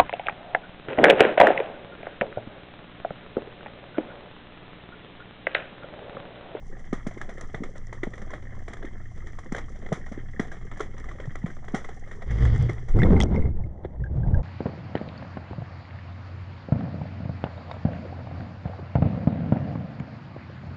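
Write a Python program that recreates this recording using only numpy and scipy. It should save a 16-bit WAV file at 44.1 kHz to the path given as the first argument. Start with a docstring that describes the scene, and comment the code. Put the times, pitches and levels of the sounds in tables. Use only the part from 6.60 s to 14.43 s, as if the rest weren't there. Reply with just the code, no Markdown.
"""Snapping shrimp crackle on a rocky reef: near snaps are a low knock, a pitched pop and a scattered crack
of noise; far ones merge into frying. Around them: rumbling swell (slow noise), murmur and hum (wavering tones).
A camera in a plastic housing is dragged off the bottom and swung round: jerks shake two mount modes over
grating noise, eddies of low noise buffet the housing, it ticks in short sine rings, and the far reef fades."""
import sys
import numpy as np
from scipy import signal
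from scipy.fft import rfft, irfft, next_fast_len
from scipy.io import wavfile
from scipy.ndimage import uniform_filter1d, map_coordinates

SR = 44100
rng = np.random.default_rng(int(sys.argv[2]) if len(sys.argv) > 2 else 0)


def wrap_up_sound(samples):
    """Save the sound to the file named by the first command line argument, as 16-bit audio."""
    columns = np.atleast_2d(samples).T
    # keep every value between -1 and 1, then stretch to whole-number steps
    tamed = np.clip(columns, -1, 1)
    steps = np.round(tamed * 32767).astype(np.int16)
    wavfile.write(sys.argv[1], SR, steps)


N = 345303
TIME = np.arange(N) / SR

# Levels in all tables are taken before the gains set in scene().
# near snaps: (time [s], level [dB], treble level [dB], pop pitch [Hz], t60 [s], at least 6 ms is used)
NEAR_SNAPS = [(0.192, -44, -63, 630, 0.018), (0.328, -23.5, -45.5, 1230, 0.0098),
              (0.466, -34.5, -51, 2110, 0.07), (0.51, -32.5, -62, 660, 0.014),
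              (0.575, -36, -61, 2077, 0.018), (0.613, -25.5, -51, 1674, 0.023),
              (0.691, -27.5, -52, 670, 0.011), (0.779, -32.5, -58, 500, 0.016),
              (0.809, -33, -50.5, 690, 0.02), (0.944, -22, -53, 1966, 0.015),
              (1.034, -29, -51.5, 2100, 0.027), (1.156, -32.5, -56, 580, 0.0037),
              (1.269, -40.5, -69, 1960, 0.008), (1.326, -30, -51.5, 865, 0.019),
              (1.432, -22.5, -52.5, 1990, 0.027), (1.535, -29.5, -58, 1910, 0.012),
              (1.577, -33, -56, 506, 0.014), (1.616, -37, -58, 1770, 0.027),
              (1.703, -32.5, -54, 1040, 0.013), (1.734, -24, -52, 602, 0.015),
              (1.824, -38.5, -65, 730, 0.014), (2.079, -30, -51.5, 700, 0.023),
              (2.132, -32, -57, 1630, 0.035), (2.168, -36, -60, 1680, 0.023),
              (2.226, -31, -64, 1620, 0.022), (2.248, -37, -62, 2060, 0.04), (2.574, -39, -57, 624, 0.011),
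              (2.668, -36, -55, 1900, 0.0093), (2.786, -35.5, -55.5, 1120, 0.036),
              (2.92, -30.5, -49, 820, 0.033), (2.947, -23.5, -50, 1610, 0.022),
              (2.962, -27, -49, 1830, 0.024), (2.98, -28.5, -52.5, 1070, 0.049),
              (3.158, -36.5, -60, 650, 0.008), (3.223, -36.5, -64, 656, 0.0093),
              (3.261, -36.5, -64, 2050, 0.035), (3.287, -34, -63, 538, 0.014),
              (3.324, -20, -40, 732, 0.012), (3.463, -34.5, -59, 1900, 0.018),
              (3.519, -29.5, -54, 640, 0.005), (3.795, -19, -42.5, 1970, 0.014),
              (3.916, -26, -50, 1640, 0.0048), (4.113, -33.5, -61, 1250, 0.025),
              (4.171, -36.5, -56, 1730, 0.025), (4.194, -33, -54, 1150, 0.025),
              (4.204, -22, -44.5, 1350, 0.021), (4.378, -35, -55.5, 1860, 0.02),
              (4.44, -37.5, -59, 1230, 0.019), (4.487, -30, -55, 1990, 0.0097),
              (4.513, -33.5, -61, 1160, 0.017), (4.599, -26.5, -57.5, 530, 0.014),
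              (4.653, -37.5, -64, 510, 0.017), (4.754, -26.5, -59, 1990, 0.011),
              (4.86, -26, -52.5, 690, 0.011), (4.901, -35.5, -65, 1590, 0.014),
              (4.965, -39.5, -66, 1200, 0.02), (5.043, -33.5, -68, 721, 0.0097),
              (5.081, -30.5, -57, 1940, 0.021), (5.144, -18, -37, 726, 0.011),
              (5.243, -34, -56, 1980, 0.046), (5.288, -29.5, -54, 767, 0.013),
              (5.474, -34, -62, 559, 0.0067), (5.512, -31.5, -53.5, 1870, 0.013),
              (5.62, -33, -61, 680, 0.036), (6.093, -23, -49, 2094, 0.0097),
              (6.283, -34.5, -50, 594, 0.0085), (7.235, -44, -91, 690, 0.019),
              (7.246, -36, -76, 830, 0.035)]
# low knocks of the closest snaps: (time [s], level [dB], final pitch [Hz], hard front level [dB])
KNOCKS = [(0.326, -22.5, 231, -34.5), (0.464, -27, 196, -39.5), (0.568, -37, 338, -58),
          (0.939, -34.5, 130, -41), (1.001, -31.5, 217, -60), (1.018, -32, 223, -44),
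          (1.43, -31, 258, -33.5), (1.468, -30.5, 202, -38.5), (2.919, -28.5, 189, -40),
          (3.318, -22.5, 167, -29), (3.514, -36, 228, -46), (2.242, -34, 253, -48),
          (3.574, -36, 253, -46.5), (3.794, -23.5, 203, -32), (4.201, -33.5, 338, -37.5),
          (4.672, -29.5, 126, -56), (4.838, -23.5, 166, -58), (5.137, -22.5, 200, -37),
          (6.091, -32.5, 106, -33.5), (7.247, -39, 99.3, -33)]
# housing ticks in the hand: (time [s], level [dB], ring pitch [Hz], ring t60 [s], sharp edge level [dB])
TICKS = [(6.389, -11.5, 1290, 0.0071, -41), (6.398, -24.5, 2030, 0.054, -41), (6.419, -5, 1730, 0.008, -44),
         (6.433, -9, 1920, 0.015, -57), (6.433, -19.5, 3520, 0.015, -60), (6.565, -21.5, 2100, 0.025, -63),
         (6.603, -12, 2026, 0.021, -20.5), (6.612, -7, 3320, 0.011, -25.5),
         (6.623, -39, 3330, 0.018, -24.5), (6.634, -33, 3450, 0.023, -25), (6.761, -24, 2130, 0.018, -50.5),
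         (6.823, -30, 2096, 0.021, -59.5), (6.856, -32, 2070, 0.017, -67.5),
         (7.038, -41.5, 2130, 0.032, -61.5), (7.439, -28, 1610, 0.031, -59.5),
         (7.462, -35.5, 1626, 0.04, -83), (7.633, -35, 1600, 0.035, -88), (7.744, -27.5, 1610, 0.039, -51)]
# thin bright clicks, like grit touching the housing: (time [s], level [dB])
GRIT_CLICKS = [(0.615, -45), (0.811, -38), (1.181, -47), (1.27, -48.5), (2.136, -43), (4.4, -49),
               (4.757, -42), (5.979, -47), (6.025, -43.5), (6.133, -46)]
# shoves of the swinging camera:
# (start [s], length [s], pressure push level [dB], buffeting level [dB], small eddy level [dB])
SHOVES = [(6.335, 0.062, -16, -17, -25.5), (6.39, 0.15, -21.5, -19, -24), (6.48, 0.098, -21, -17, -22.5),
          (6.6, 0.031, -25, -19, -25.5), (6.68, 0.11, -27, -22, -28.5), (6.83, 0.047, -19.5, -19.5, -36),
          (6.96, 0.079, -27, -29.5, -54.5), (7.035, 0.0094, -23, -28, -49.5),
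          (7.375, 0.046, -53, -30.5, -53), (7.49, 0.2, -51, -26, -42.5), (7.65, 0.08, -44.5, -21.5, -39),
          (7.725, 0.035, -27, -17.5, -38)]
# jerks of the dragged camera: (start [s], length [s], lower mode level [dB], upper mode level [dB])
DRAGS = [(5.655, 0.04, -29, -35), (5.695, 0.24, -23, -26), (5.8, 0.075, -17, -20),
         (5.91, 0.018, -35, -17.5), (5.98, 0.059, -24.5, -18), (6.09, 0.26, -38.5, -39.5),
         (7.385, 0.025, -31, -30), (7.545, 0.07, -45.5, -22.5)]
# hand rubbing along the housing: (start [s], length [s], level [dB])
RUBS = [(6.38, 0.068, -31), (6.46, 0.21, -47.5), (6.73, 0.051, -39), (6.8, 0.092, -48.5)]
# water washing along the housing as it nears the rock wall: (start [s], length [s], level [dB])
WASHES = [(6.95, 0.59, -55.5), (7.5, 0.22, -48.5), (7.62, 0.17, -42.5)]
# thin hiss: (start [s], length [s], level [dB])
FIZZES = [(6.365, 0.09, -67), (6.46, 0.15, -79)]
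# low murmur of the sea: (time [s], level [dB])
MURMUR_LEVEL = [(0, -50.5), (2, -50.5), (4.5, -46.5), (7.3, -51)]
# hum of the mount in the current: (pitch [Hz], level [dB], swell time [s], swell width [s], swell [dB])
HUM_TONES = [(57.5, -50, 2.8, 0.37, 3), (82.1, -55.5, 2.8, 0.74, 6), (113.7, -55, 2.3, 0.94, 4.5)]
# camera on its mount, low modes: (pitch [Hz], width [Hz], doubled in each of two cascaded stages)
MOUNT_MODES = [(57, 8.4), (119, 12.4)]
# housing modes: (pitch [Hz], width [Hz], gain at resonance [dB])
HOUSING_MODES = [(177.6, 6.9, -6.5), (371, 16, -10), (471, 47, -10)]

# Relative power spectra, scaled to unit power in use.
# far crackle: (frequency [Hz], density [dB])
CRACKLE_COLOUR = [(100, -4), (200, 12.5), (430, -1.5), (600, -7), (760, -2), (900, -12), (1130, -7),
                  (1500, -10.5), (1850, -0.5), (2130, -0.5), (2380, -26.5), (2700, -27), (3250, -12),
                  (4200, -37.5)]
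# body of a near crack: (frequency [Hz], density [dB])
CRACK_COLOUR = [(150, -23.5), (350, 7), (750, 3.5), (920, -2.5), (1250, 2.5), (1550, -2.5), (1900, 4.5),
                (2120, 1), (2350, -10.5), (2700, -23), (3300, -7.5), (4100, -23), (5000, -36.5)]
# treble of snaps, grit and hiss: (frequency [Hz], density [dB])
TREBLE_COLOUR = [(3000, -5), (4400, -10.5), (5300, -1), (6000, 6), (6600, -2.5), (7300, 0.5), (8100, -11),
                 (9600, -10), (10500, -21.5), (11500, -54)]
# scatter around a knock: (frequency [Hz], density [dB])
KNOCK_COLOUR = [(110, 1.5), (250, 3), (550, -9), (800, -6)]
# swell pressure: (frequency [Hz], density [dB])
SWELL_COLOUR = [(4, -10), (12, 9), (20, 8.5), (30, -9), (50, -18.5), (90, -23), (200, -46.5)]
# sea murmur: (frequency [Hz], density [dB])
MURMUR_COLOUR = [(30, -16.5), (57, -8.5), (80, -3.5), (98, -14), (116, 1), (140, -6.5), (200, -12.5),
                 (400, -41.5), (900, -66)]
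# large eddies: (frequency [Hz], density [dB])
BUFFET_COLOUR = [(20, -25.5), (35, -4), (55, -1), (80, 0), (120, -4.5), (150, -10), (200, -14), (300, -55),
                 (700, -65)]
# small eddies: (frequency [Hz], density [dB])
EDDY_COLOUR = [(100, -24), (180, 13), (250, 2.5), (400, 0.5), (600, -9), (760, -10), (1100, -20),
               (1600, -25.5), (2130, -28), (2600, -47), (3350, -38.5), (4300, -52), (6000, -51.5),
               (15000, -84)]
# sharp edge of a tick: (frequency [Hz], density [dB])
EDGE_COLOUR = [(800, 12.5), (2000, -3.5), (3300, 11), (4300, -5.5), (5400, 9), (7000, -3.5), (9300, -11.5),
               (10500, -43)]
# grating on the bottom: (frequency [Hz], density [dB])
GRIT_COLOUR = [(130, 11), (230, 4.5), (380, -2.5), (470, 4), (560, -6), (1000, -12), (2100, -21.5),
               (2650, -29.5), (3300, -17.5), (4100, -32.5), (5000, -25.5), (7000, -48.5), (10000, -62.5)]
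# water along the housing: (frequency [Hz], density [dB])
WASH_COLOUR = [(300, -18), (520, 5.5), (830, 0), (1100, -13), (1600, -24.5), (2400, -41), (6000, -49)]
# thin hiss: (frequency [Hz], density [dB])
FIZZ_COLOUR = [(7000, -1), (11000, 0.5), (15500, -4)]

# weaker snaps by chance: means, and half range of the level (treble: twice that)
WEAK_PER_S, WEAK_DB, WEAK_TREBLE_DB, WEAK_SPREAD_DB, WEAK_T60_S = 4, -44, -73, 4.5, 0.0079
# the brighter a snap, the more the rocks echo it: usual treble re body, dB of echo per dB of extra treble
USUAL_TREBLE_DB, ECHO_DB_PER_DB = -25, 0.55
# distant colony: reference levels, and its fade as the camera swings away
CRACKLE_REF_DB, BRIGHT_REF_DB = -55, -68
FADE_START_S, FADE_S, FADE_DB = 6.6, 0.25, 16.5
# swell at rest; it fades with the reef by a share of its dB
SWELL_DB, SWELL_FADE_SHARE = -34.5, 0.51
SHOVE_ATTACK_S, SHOVE_T60_S, PUSH_LEAD_S = 0.016, 0.32, 0.048
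EDDY_ATTACK_S, EDDY_T60_S = 0.035, 0.32
# flow that goes on between the shoves
WAKE_BUFFET_DB, WAKE_EDDY_DB = -41.5, -51
DRAG_ATTACK_S, DRAG_T60_S = 0.018, 0.39
RUB_ATTACK_S, RUB_T60_S = 0.015, 0.14
WASH_ATTACK_S, WASH_T60_S = 0.049, 0.36
FIZZ_ATTACK_S, FIZZ_T60_S = 0.008, 0.04
# the swing ends in a lurch
LURCH_S, LURCH_DB, LURCH_HZ = 7.745, -15.5, 25.8
HUM_WANDER_HZ, HUM_WAVER_DB = 1.19, 3.5
CUTOFF_HZ, END_FADE_S = 15700, 0.012


def from_db(db):
    """Amplitude of a level."""
    return 10 ** (np.asarray(db) / 20)


def rms_one(x):
    """Scale to rms 1."""
    return x / np.sqrt(np.mean(x ** 2) + 1e-20)


def add(track, s, sound):
    """Mix a sound in at a time."""
    start = max(int(s * SR), 0)
    track[start:start + len(sound)] += sound[:N - start]


def coloured(x, points):
    """Causal (minimum-phase) filter with the given spectrum; white noise keeps its power."""
    size = 2 * next_fast_len(N // 2 + SR // 2)
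    hz, db = np.transpose(points)
    bins_hz = np.maximum(np.fft.rfftfreq(size, 1 / SR), 1)
    octaves_beyond = np.abs(np.log2(bins_hz / np.clip(bins_hz, hz[0], hz[-1])))
    gain_db = np.interp(np.log(bins_hz), np.log(hz), db) - 18 * octaves_beyond
    # folding the cepstrum gives minimum phase
    cepstrum = irfft(np.log(rms_one(from_db(gain_db))))
    cepstrum[1:size // 2] *= 2
    cepstrum[size // 2 + 1:] = 0
    return irfft(rfft(x, size) * np.exp(rfft(cepstrum)))[:N]


def noise(points):
    """Noise of a given colour, rms 1."""
    return rms_one(coloured(rng.standard_normal(N), points))


def steady(x, span_s):
    """Even out the slow chance swings of a noise."""
    return x / np.sqrt(uniform_filter1d(x ** 2, max(int(span_s * SR), 2)) + 1e-9)


def drift(per_s):
    """Slow random swing; spread about 1."""
    knots = rng.standard_normal(4000)
    return map_coordinates(knots, [TIME * per_s], order=2, mode="mirror")


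def ring(x, hz, width_hz):
    """Two-pole resonance; a unit click starts a decaying sine of initial height 1."""
    r, w = np.exp(-np.pi * width_hz / SR), 2 * np.pi * hz / SR
    return signal.lfilter([0, np.sin(w)], [1, -2 * r * np.cos(w), r * r], x + 1e-18)


def wavelet(t, hz, swell_cycles, chirp, chirp_s):
    """A few cycles that swell, fade and fall in pitch (unless chirp is 0); envelope height 1."""
    cycles = hz * (t + chirp * chirp_s * (1 - np.exp(-t / chirp_s)))
    age = t * hz / swell_cycles
    return (age * np.exp(1 - age)) ** 3.44 * np.sin(2 * np.pi * cycles)


def scatter(t, t60, rise_s, tail_db, tail_t60):
    """Envelope of a snap: a quick cluster of arrivals, then the echo from the rocks."""
    decay = np.hypot(from_db(-60 * t / t60), from_db(tail_db - 60 * t / tail_t60))
    return (1 - np.exp(-t / rise_s)) ** 2 * decay


def strokes(rows, attack_s, t60, lead_s=0):
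    """Gain for each level column of (start, length, dB, ..): every stroke rises, holds and dies away."""
    power = 0
    for start_s, length_s, *levels_db in rows:
        t = TIME - start_s + lead_s
        shape = np.clip(t / attack_s, 0, 1) * from_db(-60 * np.clip((t - length_s) / t60, 0, 2))
        power = power + np.outer(from_db(levels_db), shape) ** 2
    return np.sqrt(power)


def chance_sizes(per_s, spread_db):
    """Sparse random impulses of uneven strength."""
    sizes = from_db(spread_db * np.minimum(rng.exponential(1, N), 2.5))
    return sizes * (rng.random(N) < per_s / SR)


def activity(per_s, spread_db, wash_power):
    """Loudness of a stream of uneven small events over an even wash."""
    sizes = chance_sizes(per_s, spread_db)
    shape = scatter(TIME[:SR // 10], t60=0.011, rise_s=0.0009, tail_db=-17.0, tail_t60=0.13)
    power = np.abs(signal.fftconvolve(sizes ** 2, shape ** 2)[:N])
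    return np.sqrt(power / power.mean() + wash_power)


def reef_fade_db():
    """Change in level of the far reef as the camera swings away from it."""
    return -FADE_DB * np.clip((TIME - FADE_START_S) / FADE_S, 0, 1)


def hum():
    """Three low tones that waver in pitch and level; each swells once in its own time."""
    out = 0
    for hz, db, swell_s, width_s, swell_db in HUM_TONES:
        swell = np.exp(-((TIME - swell_s) / width_s) ** 2)
        level_db = db + HUM_WAVER_DB * drift(per_s=6.5) + swell_db * swell
        cycles = np.cumsum(hz + HUM_WANDER_HZ * drift(per_s=7.0)) / SR
        out = out + from_db(level_db) * np.sin(2 * np.pi * cycles)
    return np.sqrt(2) * out


def sea():
    """Swell presses slowly over a low murmur; pressure runs ahead of each shove; a lurch is one slow wave."""
    push, _, _ = strokes(SHOVES, SHOVE_ATTACK_S, SHOVE_T60_S, PUSH_LEAD_S)
    press = np.hypot(from_db(SWELL_DB + SWELL_FADE_SHARE * reef_fade_db()), push)
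    swell = press * steady(noise(SWELL_COLOUR), span_s=0.21)
    murmur_gain = from_db(np.interp(TIME, *np.transpose(MURMUR_LEVEL)))
    murmur = murmur_gain * steady(noise(MURMUR_COLOUR), span_s=0.083)
    t = np.maximum(TIME - LURCH_S, 0)
    lurch = from_db(LURCH_DB) * wavelet(t, LURCH_HZ, swell_cycles=0.8, chirp=0, chirp_s=0.01)
    return lurch + swell + murmur


def colony(per_s, spread_db, body_db, treble_db):
    """Countless far snaps merge into a frying crackle; their treble blurs into a smoother hiss."""
    dull = activity(per_s, spread_db, wash_power=0.3) * noise(CRACKLE_COLOUR)
    bright = activity(per_s, spread_db, wash_power=1.2) * noise(TREBLE_COLOUR)
    mix = from_db(CRACKLE_REF_DB + body_db) * dull + from_db(BRIGHT_REF_DB + treble_db) * bright
    return from_db(reef_fade_db()) * mix


def far_pops(per_s, level_db, spread_db, width_share, smear_t60, bunching_db):
    """Snaps at middle distance bunch up, each smeared and coloured by its way between the rocks."""
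    bunches = rms_one(from_db(bunching_db * drift(per_s=22)))
    sizes = chance_sizes(per_s * bunches, spread_db)
    t = TIME[:SR // 20]
    dealt = rng.integers(0, 16, N)  # pitch band of each snap
    smear = t * from_db(-60 * t / smear_t60)
    pops = 0
    for k, hz in enumerate(np.geomspace(400, 2100, 16)):
        path = smear * rng.standard_normal(len(t))
        smeared = signal.oaconvolve(sizes * (dealt == k), path)[:N]
        pops = pops + np.sqrt(hz) * ring(smeared, hz, width_share * hz)
    gain = from_db(CRACKLE_REF_DB + reef_fade_db() + level_db)
    return gain * rms_one(coloured(pops, CRACKLE_COLOUR))


def wash(uneven_db):
    """Uneven, hollow rush of water."""
    level, = strokes(WASHES, WASH_ATTACK_S, WASH_T60_S)
    return level * from_db(uneven_db * drift(per_s=26)) * noise(WASH_COLOUR)


def fizz():
    """Thin, even hiss in short strokes that stop short."""
    level, = strokes(FIZZES, FIZZ_ATTACK_S, FIZZ_T60_S)
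    return level * noise(FIZZ_COLOUR)


def flow(buffet_db, eddy_db, lumpiness, burst_db, gurgle_db, gurgles_per_s, gurgle_width_hz):
    """Large eddies buffet the swinging housing and shed small ones with each shove; water pockets gurgle."""
    _, buffeting, _ = strokes(SHOVES, SHOVE_ATTACK_S, SHOVE_T60_S)
    _, _, shedding = strokes(SHOVES, EDDY_ATTACK_S, EDDY_T60_S)
    moving = np.clip((TIME - SHOVES[0][0]) / SHOVE_ATTACK_S, 0, 1)
    large = steady(noise(BUFFET_COLOUR), span_s=0.063)
    small = steady(noise(EDDY_COLOUR) * np.exp(lumpiness * large), span_s=0.035)
    pockets = 0
    for hz in np.geomspace(175, 520, 8):
        kicks = rng.standard_normal(N) * (rng.random(N) < gurgles_per_s / 8 / SR)
        pockets = pockets + ring(kicks, hz, gurgle_width_hz) / hz
    gurgle = from_db(gurgle_db) * steady(rms_one(pockets), span_s=0.16)
    bursts = steady(from_db(burst_db * drift(per_s=74)), span_s=0.17)
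    large_gain = np.hypot(from_db(buffet_db) * buffeting, from_db(WAKE_BUFFET_DB) * moving)
    small_gain = np.hypot(from_db(eddy_db) * shedding, from_db(WAKE_EDDY_DB) * moving)
    return large_gain * large + small_gain * bursts * (small + gurgle)


def drag(shudder_db, grit_db, sand_db, hiss_db):
    """Rubbing over the bottom shakes the mount in its two low modes while sand grates and hisses under it."""
    levels = strokes(DRAGS, DRAG_ATTACK_S, DRAG_T60_S)
    shudder = 0
    for level, (hz, width_hz) in zip(levels, MOUNT_MODES):
        mode = ring(ring(rng.standard_normal(N), hz, 2 * width_hz), hz, 2 * width_hz)
        shudder = shudder + level * steady(rms_one(mode), span_s=0.029)
    force = np.hypot(*levels) * from_db(reef_fade_db())  # grating fades as the camera leaves the bottom
    sand = from_db(sand_db) * noise(CRACKLE_COLOUR) + from_db(hiss_db) * noise(TREBLE_COLOUR)
    grains = activity(per_s=59, spread_db=5.5, wash_power=0.13)
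    grating = from_db(grit_db) * noise(GRIT_COLOUR)
    return from_db(shudder_db) * shudder + force * (grating + grains * sand)


def rub(level_db, slips_per_s, hz, width_hz, hiss_db):
    """Small slips of the hand keep the wall of the housing ringing roughly, with a faint hiss."""
    press, = strokes(RUBS, RUB_ATTACK_S, RUB_T60_S)
    slips = rng.standard_normal(N) * (rng.random(N) < slips_per_s / SR)
    wall = steady(rms_one(ring(ring(slips, hz, width_hz), hz, width_hz)), span_s=0.039)
    return press * (from_db(level_db) * wall + from_db(hiss_db) * noise(TREBLE_COLOUR))


def grit_clicks(level_db, t60):
    """Dry bursts of bright noise with no echo."""
    out, t = np.zeros(N), TIME[:SR // 20]
    for s, db in GRIT_CLICKS:
        add(out, s, from_db(db + level_db - 60 * t / t60) * rng.standard_normal(len(t)))
    return coloured(out, TREBLE_COLOUR)


def ticks(edge_t60):
    """The plastic slips with a sharp noise edge and rings briefly as a decaying sine."""
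    rings, edges, t = np.zeros(N), np.zeros(N), TIME[:SR // 10]
    for s, db, hz, t60, edge_db in TICKS:
        envelope = from_db(db - 60 * t / t60) * (1 - np.exp(-t / 0.0014))
        add(rings, s, envelope * np.sin(2 * np.pi * hz * t))
        add(edges, s, from_db(edge_db - 60 * t / edge_t60) * rng.standard_normal(len(t)))
    return rings + coloured(edges, EDGE_COLOUR)


def housing_ring(blows):
    """Low modes of the housing, set ringing by knocks and cracks."""
    out = 0
    for hz, width_hz, db in HOUSING_MODES:
        out = out + from_db(db) * 2 * np.pi * width_hz / SR * ring(blows, hz, width_hz)
    return out


def knocks(level_db, front_db, front_hz, echo_s, echo_db, rough_db, rough_t60):
    """Shallow water delays the lows: a hard front runs ahead of the deep part, echoes once and scatters."""
    out, rough, t = np.zeros(N), np.zeros(N), TIME[:SR // 12]
    for s, db, hz, hard_db in KNOCKS:
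        pitch_hz = front_hz * np.exp(rng.normal(0, 0.15))
        front = wavelet(t, pitch_hz, swell_cycles=1.0, chirp=1.86, chirp_s=0.0008)
        front = from_db(hard_db + front_db) * front
        deep = wavelet(t, hz, swell_cycles=1.0, chirp=1.0, chirp_s=0.0015)
        spread = scatter(t, rough_t60, rise_s=0.00094, tail_db=-31.5, tail_t60=0.092)
        add(out, s + 0.0021, from_db(db + level_db) * deep)
        add(out, s + 0.001, front)
        add(out, s + echo_s * rng.uniform(0.92, 1.1), from_db(echo_db) * front)
        add(rough, s, from_db(db + rough_db) * rng.standard_normal(len(t)) * spread)
    return out + coloured(rough, KNOCK_COLOUR)


def weak_snaps():
    """Rows like those of the near snaps, one at a random moment in each slot until the reef fades."""
    rows = []
    for k in range(int(FADE_START_S * WEAK_PER_S)):
        when, size, bright, pitch = rng.random(4)
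        db = WEAK_DB + WEAK_SPREAD_DB * (2 * size - 1)
        treble_db = WEAK_TREBLE_DB + 2 * WEAK_SPREAD_DB * (2 * bright - 1)
        rows.append(((k + when) / WEAK_PER_S, db, treble_db, 900 * 2.3 ** pitch, WEAK_T60_S))
    return rows


def near_snaps(body_db, treble_db, pop_db, pop_s, treble_lag_s, bounce_db, bounce_s):
    """Each collapsing cavity pops at its own pitch and arrives by many paths; the low part leads."""
    body, top, pops, t = np.zeros(N), np.zeros(N), np.zeros(N), TIME[:SR // 4]
    for s, db, bright_db, hz, t60 in [*NEAR_SNAPS, *weak_snaps()]:
        paths = rng.standard_normal((3, len(t)))
        t60 = max(t60, 0.006)
        pop = t / pop_s * np.exp(1 - t / pop_s) * np.sin(2 * np.pi * hz * t)
        add(pops, s, from_db(db + pop_db) * pop)
        echo_db = -16.0 + ECHO_DB_PER_DB * (bright_db - db - USUAL_TREBLE_DB)
        low = scatter(t, t60, rise_s=0.0011, tail_db=echo_db, tail_t60=0.21)
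        high = scatter(t, t60, rise_s=0.00022, tail_db=-13.0, tail_t60=0.21)
        add(body, s - 0.0005, from_db(db) * paths[0] * low)
        add(top, s + treble_lag_s, from_db(bright_db) * paths[1] * high)
        # second group of arrivals, off the nearest rock face
        bounce = from_db(db + bounce_db - 60 * t / t60) * paths[2]
        add(body, s + bounce_s * rng.uniform(0.538, 1.2), bounce)
    crack = from_db(body_db) * coloured(body, CRACK_COLOUR)
    return pops + crack + from_db(treble_db) * coloured(top, TREBLE_COLOUR)


def scene():
    """Water, housing and shrimp at one microphone."""
    water = sea() + hum() + wash(uneven_db=3.5) + fizz()
    water += flow(buffet_db=-1, eddy_db=1.0, lumpiness=0.28, burst_db=2.1,
                  gurgle_db=-1.5, gurgles_per_s=240, gurgle_width_hz=40)
    reef = colony(per_s=77, spread_db=6.5, body_db=1.0, treble_db=-6.0)
    reef += far_pops(per_s=110, level_db=3.5, spread_db=4.0, width_share=0.23,
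                     smear_t60=0.023, bunching_db=3.5)
    housing = drag(shudder_db=-1.7, grit_db=-19.0, sand_db=-24, hiss_db=-47.5)
    housing += rub(level_db=-9.5, slips_per_s=170, hz=2130, width_hz=58, hiss_db=-35.5)
    housing += grit_clicks(level_db=1.0, t60=0.0079) + ticks(edge_t60=0.011)
    snaps = knocks(level_db=6.5, front_db=11.5, front_hz=386, echo_s=0.006, echo_db=-4.0,
                   rough_db=-3.5, rough_t60=0.022)
    snaps += near_snaps(body_db=1.0, treble_db=4.0, pop_db=-8.0, pop_s=0.0026,
                        treble_lag_s=0.0028, bounce_db=-8.5, bounce_s=0.004)
    return (water + reef + housing + housing_ring(snaps) + snaps)[None]


def record(dry):
    """The microphone rounds high peaks and adds a trace of hiss; the end fades and the top is cut."""
    ceiling = 0.54
    rounded = dry / (1 + (dry / ceiling) ** 4) ** (1 / 4)
    hiss = from_db(-99) * rng.standard_normal(dry.shape)
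    end_fade = np.clip((TIME[-1] - TIME) / END_FADE_S, 0, 1)
    lowpass = signal.cheby2(12, 70, CUTOFF_HZ, fs=SR, output="sos")
    return signal.sosfilt(lowpass, (rounded + hiss) * end_fade)


dry = scene()
out = record(dry)
wrap_up_sound(out)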